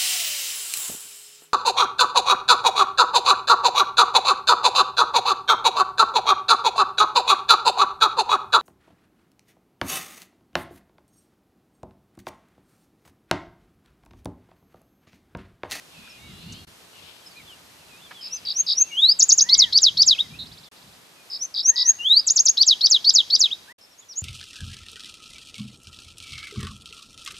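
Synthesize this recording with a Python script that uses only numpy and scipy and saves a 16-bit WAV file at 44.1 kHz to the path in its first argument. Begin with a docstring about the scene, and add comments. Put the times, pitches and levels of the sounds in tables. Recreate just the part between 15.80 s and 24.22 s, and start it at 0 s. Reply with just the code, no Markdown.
"""Hoarse calls and whistles of far songbirds open the scene, over an outdoor hush and gusts on the microphone.
A near bunting then sings two phrases of swept tones: three buzzy notes, a long slur, three V notes, paired sweeps.
A quail crows far off in harmonics; small snaps and a rustle are shaped noise.
The level drops briefly three times; after the last, a second bunting starts up in a quieter place."""
import sys
import numpy as np
from scipy import signal
from scipy.fft import rfft, irfft
from scipy.io import wavfile
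from scipy.ndimage import uniform_filter1d

SR = 44100
rng = np.random.default_rng(int(sys.argv[2]) if len(sys.argv) > 2 else 0)


def master_out(mix):
    """Clip the mix to full scale and print it as 16-bit PCM to the path in sys.argv[1]."""
    frames = np.transpose(np.atleast_2d(mix))
    ceiling = np.clip(frames, -1, 1)
    pcm = np.round(ceiling * 32767).astype(np.int16)
    wavfile.write(sys.argv[1], SR, pcm)


N = 371322
TIME = np.arange(N) / SR

# Syllable contours, before the length, pitch and level factors: time_s, pitch_hz, level_db
WHISTLE_SHAPE = [(0.0, 5200, -23.5), (0.017, 5610, -18), (0.0325, 5880, -4.5), (0.0445, 6263, -1.9),
                 (0.065, 6450.0, 0.9), (0.074, 6597, -2), (0.082, 6050, -12)]
SLUR_SHAPE = [(0.0, 2860, -29.5), (0.0215, 2808, -19.5), (0.05, 2926, -16), (0.0875, 3425, -10),
              (0.134, 3860, -2), (0.167, 4200.0, -6.5), (0.1875, 4650.0, -1), (0.211, 5040, -3.9),
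              (0.2225, 5000, -28)]
VEE_SHAPE = [(-.004, 7900, -30), (0.006, 6930, -3), (0.016, 5750, 0), (0.023, 4600, -4.5),
             (0.03, 3300, -22), (0.034, 4950, -.5), (0.04, 6200, 2), (0.053, 6680, -3.5),
             (0.061, 6750, -18)]
FLICK_SHAPE = [(0, 2753, -14.5), (.02, 2105, -33), (.032, 2356, -30), (.039, 2906, -11.5),
               (.05, 3500, -2.5), (.0635, 3825, -0.5), (.072, 3740, -34)]  # sinks on from the last fall, then turns up
# When each contour is sung: start_s, length_factor, pitch_factor, level_db
WHISTLE_TIMES = [(2.495, .95, .955, -24), (2.7367, 1.0, .997, -17), (2.9486, 1.03, .99, -12),
                 (5.587, .9, .96, -20.5), (5.827, 1.0, .995, -10.5), (6.0317, 1.0, 1.01, -12.5)]
SLUR_TIMES = [(3.1126, 0.99, 1.0, -8.5), (6.1869, 1.0, 0.99, -8.5)]
VEE_TIMES = [(3.3903, 0.93, 1.044, -9.5), (3.4865, 0.95, 1.034, -8.5), (3.5758, 0.95, 0.99, -9),
             (6.4664, 0.99, 1.046, -12.5), (6.5574, 0.97, 1.003, -10.5), (6.652, 0.93, 1, -10)]
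FLICK_TIMES = [(4.346, 1.01, 1, -14), (7.6708, 0.976, 1, -20)]
# Near reflections that reach the microphone: delay_s, gain_left, gain_right
NEAR_REFLECTIONS = [(0.000593, 0.0012, 0.16), (0.000971, -0.028, -0.04), (0.001544, 0.57, 0.52),
                    (0.001819, 0.11, 0.17), (0.002168, 0.22, -0.051), (0.002518, -0.14, -0.14),
                    (0.00312, -0.03, -0.18), (0.003775, 0.0, 0.18)]
# Spectrum of a faint low hiss under the loud notes: frequency_hz, level_db (per Hz)
UNDER_HISS_SPECTRUM = [(120, -25), (300, -3), (1100, 0), (1800, -5), (3000, -20)]


def bunting(hiss_db=-41):
    """Comb filtering: close reflections make each sweep of the near song swell and dip as its pitch moves."""
    song = buzzes() + sing(WHISTLE_SHAPE, WHISTLE_TIMES) + sing(SLUR_SHAPE, SLUR_TIMES)
    song = song + sing(VEE_SHAPE, VEE_TIMES) + sweeps() + sing(FLICK_SHAPE, FLICK_TIMES)
    hz = np.fft.rfftfreq(N, 1 / SR)
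    paths = np.ones((2, len(hz)), complex)  # the direct sound
    for delay, left, right in NEAR_REFLECTIONS:
        paths += np.array([[left], [right]]) * np.exp(-2j * np.pi * hz * delay)
    heard = irfft(rfft(song) * paths, N)
    loudness = uniform_filter1d(abs(song), size=400)
    hiss = amp(hiss_db) * loudness * noise(UNDER_HISS_SPECTRUM, AIR_LIKENESS)
    scattered = field(heard, wet_db=-26, t60=0.74, early_db=-13.5, early_t60=0.08)
    return scattered * amp([[.4], [-.4]]) + hiss


# One quick downstroke, at full effort and sung softly (lingering at the top): time_s, pitch_hz, level_db
FULL_STROKE = [(0.0, 5480, -9), (0.003, 5106, -1.5), (0.008, 4666, -1.5), (0.012, 3950.0, 1),
               (0.018, 3330, -21.5)]
SOFT_STROKE = [(0, 4950, -8), (.003, 5120, -0.5), (.009, 4880, 1), (.014, 4350, -4), (.018, 3600, -8)]
# Buzzes of five strokes: start_s, stroke_period_s, pitch_factor, level_db
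BUZZ_TIMES = [(2.4092, .0153, 1.01, -33), (2.6503, .0153, .945, -22.5), (2.864, .0145, .965, -16),
              (5.4992, .015, 1.01, -27), (5.7405, .015, .95, -19.5), (5.957, .0148, .98, -14.3)]
# Away from a crest (in strokes, counted from 0) the strokes are softer and shorter
CREST_STROKE, EDGE_DB, EDGE_SHORTER, STROKE_STRETCH = 2.7, -8, .18, 1.1
# Pitch rises with the square of the distance from the lowest stroke
LOWEST_STROKE, EDGE_HIGHER = 1.7, .009


def buzzes(count=5, soft_db=-30, loud_db=-18, last_effort=.55, uneven_db=.8, uneven_pitch=.01):
    """Pulse train: even strokes under one swell; effort straightens and deepens them, and the last one relaxes."""
    out = np.zeros(N)
    for s, period, pitch, top_db in BUZZ_TIMES:
        for k, (louder, higher) in enumerate(rng.standard_normal((count, 2))):
            edge = (k / CREST_STROKE - 1) ** 2
            effort = np.interp(top_db, [soft_db, loud_db], [0, 1])
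            if k == count - 1:
                effort *= last_effort
            shape = effort * np.array(FULL_STROKE) + (1 - effort) * np.array(SOFT_STROKE)
            bend = 1 + EDGE_HIGHER * (k - LOWEST_STROKE) ** 2 + uneven_pitch * higher
            length = STROKE_STRETCH - EDGE_SHORTER * edge
            stroke = syllable(shape, length, pitch * bend, jitter=.005, fade=.0016)
            add(out, s + k * period, amp(top_db + EDGE_DB * edge + uneven_db * louder) * stroke)
    return out


# Hook and fall contours, before their factors: time_s, pitch_hz, level_db
HOOK_SHAPE = [(0.0, 2817, -28), (0.0055, 3614, -16), (0.013, 4160, -6.5), (0.0265, 4363, -7.5),
              (0.042, 4577, -4.5), (0.055, 5022, 2.5), (0.06, 6300.0, -7.5), (0.064, 4300.0, -3.5),
              (0.07, 2875, -14.5)]
FALL_SHAPE = [(0, 7640, -23), (.0095, 7220, -11.5), (.023, 6314, -1), (.031, 5213, 3), (.0415, 4480, -2.5),
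              (.06, 3803, 0.5), (.08, 3220, -8), (.09, 2924, -18), (.098, 2730, -37)]
# Pairs of sweeps: start_s, hook_pitch_factor, wait_until_fall_s, fall_length_factor, hook_level_db
SWEEP_PAIRS = [(3.6865, .97, .0846, .9, -6.5), (3.9226, 1.003, .0884, .97, -7.3),
               (4.1678, 1.018, .0888, .96, -7.5), (6.7685, .96, .0898, .93, -7.5),
               (7.0058, .99, .0868, .94, -8), (7.2414, 1.013, .0886, .98, -7.5),
               (7.4984, 1.0, .0875, .96, -9.3)]
HOOK_LENGTH, FALL_PITCH, FALL_DB = .99, 1.004, -2.8  # factors, and dB from hook to fall


def sweeps(chirp_db=-15):
    """Two-voice source: a hook, then a long fall; the other side of the syrinx chirps as each hook starts."""
    hooks = sing(HOOK_SHAPE, [(s, HOOK_LENGTH, pitch, db) for s, pitch, _, _, db in SWEEP_PAIRS])
    fall_times = [(s + wait, length, FALL_PITCH, db + FALL_DB) for s, _, wait, length, db in SWEEP_PAIRS]
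    falls = sing(FALL_SHAPE, fall_times)
    chirps = whistles([(s + .0015, .012, 3900, 4900, 5640, db + chirp_db) for s, _, _, _, db in SWEEP_PAIRS])
    return hooks + falls + chirps


def sing(shape, rows):
    """Superposition: repeats one syllable at each row's time, length, pitch and level."""
    out = np.zeros(N)
    for s, length, pitch, db in rows:
        add(out, s + shape[0][0] * length, amp(db) * syllable(shape, length, pitch))
    return out


def syllable(shape, length, pitch, jitter=0.003, second_db=-38, second_corner_hz=3300, wide_noise_db=-41, fade=0.0039,
             under_ratio=.405, under_db=-38, mixed_db=-2):
    """Frequency modulation: the syrinx sweeps a near-pure tone; low notes show an octave, high ones an undertone."""
    s, hz, db = np.transpose(shape)
    u = np.arange(s[0], s[-1], 1 / (SR * length))  # contour time, stretched by length when played
    hz = pitch * np.interp(u, s, hz) * (1 + jitter * drift(len(u), 900))
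    phase = 2 * np.pi * np.cumsum(hz) / SR
    octave_gain = .1 + 4 / (1 + (hz / second_corner_hz) ** 10)
    octave = amp(second_db) * octave_gain * np.sin(2 * phase)
    third = amp(-43) * (hz < SR / 6) * np.sin(3 * phase)
    mixed = np.sin((2 - under_ratio) * phase) + np.sin(2 * phase)  # the two tones mix into faint overtones
    under_gain = amp(under_db) * np.interp(hz, [5500, 6400], [0, 1])
    under = under_gain * (np.sin(under_ratio * phase) + amp(mixed_db) * mixed)
    wide_noise = amp(wide_noise_db) * rng.standard_normal(len(u))
    tone = np.sin(phase) + octave + third + under + wide_noise
    return amp(np.interp(u, s, db)) * tone * signal.windows.tukey(len(u), 2 * fade / s[-1])


# The second bunting's contours, before their factors: time_s, pitch_hz, level_db
SLIDE_SHAPE = [(0, 5950, -12), (.014, 5830, 0), (.036, 5400, 0), (.046, 4600, -4), (.058, 3250, -11)]
LIFT_SHAPE = [(0, 6650, -20), (.01, 6300, -12), (.026, 6830, 0), (.04, 7180, 1), (.047, 7100, -12)]
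# Sung softly, then again louder: start_s, length_factor, pitch_factor, level_db
SLIDE_TIMES = [(8.1, 1, .98, -56), (8.285, 1, 1, -37.5)]
LIFT_TIMES = [(8.174, .7, .975, -43), (8.355, 1, 1, -22)]


def second_bunting(s=8.011, period=.0117, buzz_db=-48, count=4):
    """Reverberant source: from a tree, a tiny buzz, then a slide and a lift, twice, with strong scatter."""
    buzz = whistles([(s + k * period, .0097, 5550, 5250, 4880, buzz_db) for k in range(count)])
    song = buzz + sing(SLIDE_SHAPE, SLIDE_TIMES) + sing(LIFT_SHAPE, LIFT_TIMES)
    return field(song, wet_db=-9, t60=0.58, early_db=-8.5, early_t60=0.064)


# The quail's arched calls: start_s, length_s, end_pitch_hz, top_pitch_hz, left_lag_s, level_db
QUAIL_CALLS = [(3.616, .3, 768, 1091, .00009, -40.5), (5.866, .28, 745, 993, .00013, -42),
               (7.869, .14, 670, 1018, .00009, -44.5)]


def quail(first_db=-13, third_db=-22):
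    """Harmonic series with interaural delay: an arched crow from the right, strongest in its second harmonic."""
    out = np.zeros((2, N))
    for s, length, end_hz, top_hz, lag, db in QUAIL_CALLS:
        phase, envelope = arc(length, end_hz, top_hz, end_hz, jitter=.002)
        harmonics = amp(first_db) * np.sin(phase) + np.sin(2 * phase) + amp(third_db) * np.sin(3 * phase)
        call = amp(db) * envelope ** 0.65 * harmonics
        add(out[0], s + lag, call)
        add(out[1], s, call)
    return field(out, wet_db=-10, t60=1.0, early_db=-12.5, early_t60=.1)


# Bent whistles of far songbirds, clear and hoarse; the last clear row is a short fall sung by the second
# bunting: start_s, length_s, start_hz, middle_hz, end_hz, level_db
CLEAR_CALLS = [(.29, .038, 5800, 5260, 4950, -48.5), (.36, .18, 2000, 2250, 1970, -55),
               (1.12, .1, 2900, 2850, 2600, -57), (1.458, .023, 5050, 5100, 5100, -44),
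               (1.505, .029, 4900, 4650, 4400, -52), (1.55, .07, 2250, 2440, 1900, -48),
               (1.56, .042, 4400, 3970, 3870, -51), (1.665, .084, 3700, 3100, 2700, -46),
               (2.07, .16, 3000, 2464, 3280, -53.5), (2.21, .073, 3200, 3560, 2940, -49),
               (2.34, .094, 3550, 3270, 2940, -45.5), (2.555, .03, 5400, 5050, 4800, -40),
               (2.99, .11, 2200, 2690, 2490, -49.5), (3.09, .054, 2500, 2240, 2300, -44.5),
               (4.42, .06, 2200, 2090, 1850, -54.5), (4.505, .072, 2400, 2454, 2887, -46.5),
               (4.845, .035, 3900, 3590, 3580, -48.5), (8.206, .044, 4060, 3420, 3300, -55)]
DRAWN_OUT_CALLS = [(.1, 0.31, 2740, 2463, 2530, -53.5), (.18, 0.49, 2655, 2770, 2830, -57),
                   (.33, 0.61, 3470, 4050, 4350, -54.5), (.45, .42, 3200, 3610, 3950, -56),
                   (.55, 0.29, 4100, 4450, 4580, -56), (.6, 0.24, 2550, 2930, 3430, -52),
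                   (.7, 0.15, 2610, 2810, 2850, -57), (2.02, 0.29, 4240, 3790, 3530, -63),
                   (2.42, 0.19, 2520, 2670, 2610, -53.5)]


def far_birds(trill_pan_db=-1.5):
    """Diffuse propagation: whistles, hoarse calls, and off to the right a buzz and trill, blurred by distance."""
    trill = (far_buzz() + far_trill()) * amp([[trill_pan_db], [-trill_pan_db]])
    calls = whistles(CLEAR_CALLS) + whistles(DRAWN_OUT_CALLS, jitter=.026) + chatter() + trill
    return field(calls, wet_db=-19, t60=.6, early_db=-6, early_t60=.08)


def far_buzz(s=4.585, length=0.053, centre_hz=3950, flutter_hz=190, swing_hz=250, db=-30):
    """Frequency modulation: a tone with fast vibrato opens the far trill."""
    out = np.zeros(N)
    phase, envelope = arc(length, centre_hz, centre_hz, centre_hz)
    flutter_time = np.cumsum(1 + .12 * drift(len(phase), 200)) / SR
    flutter = swing_hz / flutter_hz * np.sin(2 * np.pi * flutter_hz * flutter_time)
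    add(out, s, amp(db) * envelope * np.sin(phase + flutter))
    return out


# Runs of four upstrokes that fade: start_s, stroke_period_s, first_level_db
TRILL_RUNS = [(4.655, .058, -42.5), (4.959, .055, -51.5)]
TRILL_FADE_DB_PER_S = -20


def far_trill(count=4, back_db=-10):
    """Repeated glides: quick upstrokes, each with a weaker way back down."""
    strokes = []
    for s, period, db in TRILL_RUNS:
        for k in range(count):
            strokes.append((s + k * period, db + TRILL_FADE_DB_PER_S * k * period))
    up = whistles([(s, .022, 3200, 4200, 5600, db) for s, db in strokes])
    down = whistles([(s + .022, .022, 5200, 4200, 3600, db + back_db) for s, db in strokes])
    return up + down


def chatter(count=14, until_s=7.8, low_hz=2300, high_hz=4600, length=.07, sag=.09, db=-59.5):
    """Random point process: the faintest birds are short sinking whistles at random times and pitches."""
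    rows = []
    for when, high, long, steep in rng.random((count, 4)):
        hz = low_hz * (high_hz / low_hz) ** high ** 2
        start_hz, end_hz = hz * (1 + 2 * sag * steep), hz * (1 - sag * steep)
        rows.append((when * until_s, length * (.5 + long), start_hz, hz, end_hz, db))
    return whistles(rows)


def whistles(rows, jitter=0.0044):
    """Pure tones with pitch jitter: plays a table of bent whistles; more jitter makes them hoarse."""
    out = np.zeros(N)
    for s, length, start_hz, middle_hz, end_hz, db in rows:
        phase, envelope = arc(length, start_hz, middle_hz, end_hz, jitter)
        add(out, s, amp(db) * envelope * np.sin(phase))
    return out


def arc(length, start_hz, middle_hz, end_hz, jitter=.004):
    """Phase integration: phase and soft envelope of a whistle that bends through three pitches."""
    u = np.linspace(0, 1, int(length * SR))
    straight = start_hz + (end_hz - start_hz) * u
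    hz = straight + (2 * middle_hz - start_hz - end_hz) * 2 * u * (1 - u)
    phase = 2 * np.pi * np.cumsum(hz * (1 + jitter * drift(len(u), 400))) / SR
    return phase, signal.windows.tukey(len(u), .4)


# Small snaps in the plants: start_s, centre_hz, width_octaves, decay_s, level_db
PLANT_SNAPS = [(.722, 6200, 0.3, 0.004, -35), (2.308, 1400, .85, 0.0057, -33.5),
               (.272, 1550, .25, .005, -45.5)]


def snaps():
    """Impulsive excitation: brief bursts of band noise that rise fast and decay."""
    out, t = np.zeros(N), TIME[:4096]
    hz = np.fft.rfftfreq(len(t), 1 / SR) + 1
    for s, centre_hz, octaves, decay, db in PLANT_SNAPS:
        band = np.exp(-.5 * (np.log2(hz / centre_hz) / octaves) ** 2)
        burst = irfft(rfft(rng.standard_normal(len(t))) * band)
        add(out, s, amp(db) * unit(burst) * np.exp(1 - t / decay) * t / decay / 2)
    return out


# Band of the leaves, also that of the far chorus in air(): frequency_hz, level_db (per Hz)
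CHORUS_SPECTRUM = [(1500, -42.5), (2200, -9), (2800, -3), (3500, -3.5), (4300, -9.5), (5200, -13),
                   (7000, -37)]


def rustle(s=1.27, width=0.085, db=-50.5, grain_db=2.0, pan_db=4):
    """Amplitude-modulated noise: leaves stir briefly on the left."""
    swell = np.exp(-.5 * ((TIME - s) / width) ** 2)
    grain = amp(db + grain_db * drift(N, 160))
    return grain * swell * noise(CHORUS_SPECTRUM, AIR_LIKENESS) * amp([[pan_db], [-pan_db]])


# Gusts on the microphone, before the common offset: peak_s, rise_s, fall_s, level_db
GUST_SWELLS = [(.21, .025, .03, -47), (.52, .08, .06, -45.5), (.71, .08, .09, -41), (1.25, .04, .05, -60),
               (1.65, .05, .03, -58), (2.08, .04, .08, -59), (3.93, .2, .05, -52), (4.13, .03, .14, -48),
               (4.56, .09, .14, -44), (5.07, .06, .08, -56.5), (6.33, .015, .03, -57)]
# Breeze between the gusts, before the common offset: time_s, level_db
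BREEZE_LEVEL = [(0, -63.5), (3.3, -63.5), (5.8, -68), (7.6, -62.5), (8.1, -71)]
# Rumble spectrum: frequency_hz, level_db (per Hz)
WIND_SPECTRUM = [(12, -57.5), (20, -25), (72, -1), (102, -1.5), (172, -0.5), (217, -5), (264, -10),
                 (356, -17), (450, -19), (580, -47.5), (990, -120)]


def wind(offset_db=-1.5, lumps_db=1.5, breeze_lumps_db=2.5):
    """Low-frequency turbulence noise: an unsteady breeze, with the power of the gusts added."""
    breeze = amp(np.interp(TIME, *np.transpose(BREEZE_LEVEL)) + breeze_lumps_db * drift(N, 9))
    likeness = [(100, .97), (400, .75)]  # frequency_hz, left-right correlation
    lumps = amp(offset_db + lumps_db * drift(N, 25))
    return np.hypot(breeze, swells(GUST_SWELLS)) * lumps * noise(WIND_SPECTRUM, likeness)


# Outdoor hush: time_s, level_db
HUSH_LEVEL = [(0, -51), (2.2, -50.5), (4, -49), (4.9, -51.5), (6.2, -51.5), (7, -49), (7.92, -51),
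              (7.98, -56.5)]
# Spectra of the hush and of a faint low drone: frequency_hz, level_db (per Hz)
HUSH_SPECTRUM = [(59, -35), (100, -13), (134, -22.5), (224, -5), (383, -5.5), (434, -5), (491, -5.5),
                 (713, -5), (1270, -6.5), (2090, -8.5), (2410, -7.5), (4220, -8), (5870, -11.5),
                 (13200, -18.5), (14000, -22)]
DRONE_SPECTRUM = [(140, -42.5), (168, -4), (178, -1.5), (190, -6), (230, -38)]
# Swells of the far chorus: peak_s, rise_s, fall_s, level_db
CHORUS_LEVEL = [(.25, .1, .12, -51.5), (.68, .13, .13, -51), (1.6, .1, .14, -57.5), (2.6, .25, .8, -52.5),
                (4.5, .5, .4, -60), (7.5, .9, .25, -58)]
# Likeness of left and right in the air: frequency_hz, correlation (negative is opposed)
AIR_LIKENESS = [(60, 0.93), (130, 0.5), (290, 0.5), (640, 0.32), (1400, 0.29), (3080, -0.19), (6760, 0.7),
                (14800, 1)]


def air(drone_db=-66, chorus_floor_db=-69):
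    """Partly coherent noise: outdoor hush, a far chorus that comes and goes, a faint drone that dies away."""
    hush_gain = amp(np.interp(TIME, *np.transpose(HUSH_LEVEL)) + .5 * drift(N, 12))
    hush = hush_gain * noise(HUSH_SPECTRUM, AIR_LIKENESS)
    chorus_gain = np.hypot(amp(chorus_floor_db), swells(CHORUS_LEVEL)) * amp(2.3 * drift(N, 30))
    chorus = chorus_gain * noise(CHORUS_SPECTRUM, AIR_LIKENESS)
    drone_fade_db = np.interp(TIME, [1.8, 2.1, 5.2, 5.6, 8], [-5, -0.5, -0.5, -7.5, -14.5])
    drone = amp(drone_db + drone_fade_db) * noise(DRONE_SPECTRUM, AIR_LIKENESS)
    return hush + chorus + drone


def swells(rows):
    """Power addition: gain of overlapping bell-shaped swells, each with its own rise and fall."""
    power = np.zeros(N)
    for s, rise, fall, db in rows:
        width = np.where(TIME < s, rise, fall)
        power += amp(db) ** 2 * np.exp(-((TIME - s) / width) ** 2)
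    return np.sqrt(power)


def noise(spectrum, likeness):
    """Spectral shaping: stereo noise of rms 1 with a given spectrum and left-right correlation."""
    hz = np.fft.rfftfreq(N, 1 / SR)
    a, b = rfft(rng.standard_normal((2, N)))
    same = np.clip(read(likeness, hz), -1, 1)
    pair = np.array([a, same * a + np.sqrt(1 - same ** 2) * b])
    return unit(irfft(pair * amp(read(spectrum, hz)), N))


def field(x, wet_db, t60, early_db, early_t60):
    """Scattering: a quick cloud from the stalks nearby, then a faint tail from the field (t60 in s)."""
    t = np.arange(SR) / SR
    near, far = rng.standard_normal((2, 2, SR)) * (1 - np.exp(-t / 0.0037))
    near = near * amp(-60 * t / early_t60)
    far = far * amp(-60 * t / t60)
    tail = (amp(early_db) * unit(near) + amp(wet_db) * unit(far)) / np.sqrt(SR)
    shared_tail = tail + .35 * tail[::-1]  # each side holds some of the other
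    return x + signal.fftconvolve(np.atleast_2d(x), shared_tail, axes=1)[:, :N]


def drift(count, rate_hz):
    """Random modulation: straight lines between normally distributed knots."""
    knots = rng.standard_normal(int(count * rate_hz / SR) + 3)
    return np.interp(np.arange(count) * rate_hz / SR, np.arange(len(knots)), knots)


def read(points, hz):
    """Logarithmic frequency scale: interpolates a table of values over frequency."""
    f, value = np.transpose(points)
    return np.interp(np.log(hz + 1), np.log(f + 1), value)


def amp(db):
    """Decibel law: level to amplitude gain."""
    return 10 ** (np.asarray(db) / 20)


def unit(x):
    """Energy normalisation: scales to rms 1."""
    return x / np.sqrt(np.mean(x ** 2) + 1e-20)


def add(mix, s, sound):
    """Linear superposition: mixes a sound in at time s."""
    part = mix[max(round(s * SR), 0):][:len(sound)]
    part += sound[:len(part)]


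# Brief drops in level: start_s, end_s, depth_db
LEVEL_DROPS = [(.85, .871, -26), (4.886, 4.916, -50), (7.925, 7.984, -60)]


def scene():
    """Superposition of sources: the meadow until the last drop, then the second bunting."""
    meadow = bunting() + quail() + snaps() + rustle()
    in_meadow = TIME < np.mean(LEVEL_DROPS[-1][:2])
    return meadow * in_meadow + second_bunting() + far_birds() + wind() + air()


EDGE_HZ = 14500  # upper band limit


def record(dry):
    """Gain and low-pass filtering: short fades into and out of each drop, then the band limit."""
    live = np.ones(N)
    for start, end, depth_db in LEVEL_DROPS:
        live[(TIME > start) & (TIME < end)] = amp(depth_db)
    faded = dry * uniform_filter1d(live, size=260)
    low_pass = signal.firwin(255, EDGE_HZ, window=("kaiser", 9), fs=SR)
    return signal.oaconvolve(faded, low_pass[None], "same")


dry = scene()
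out = record(dry)
master_out(out)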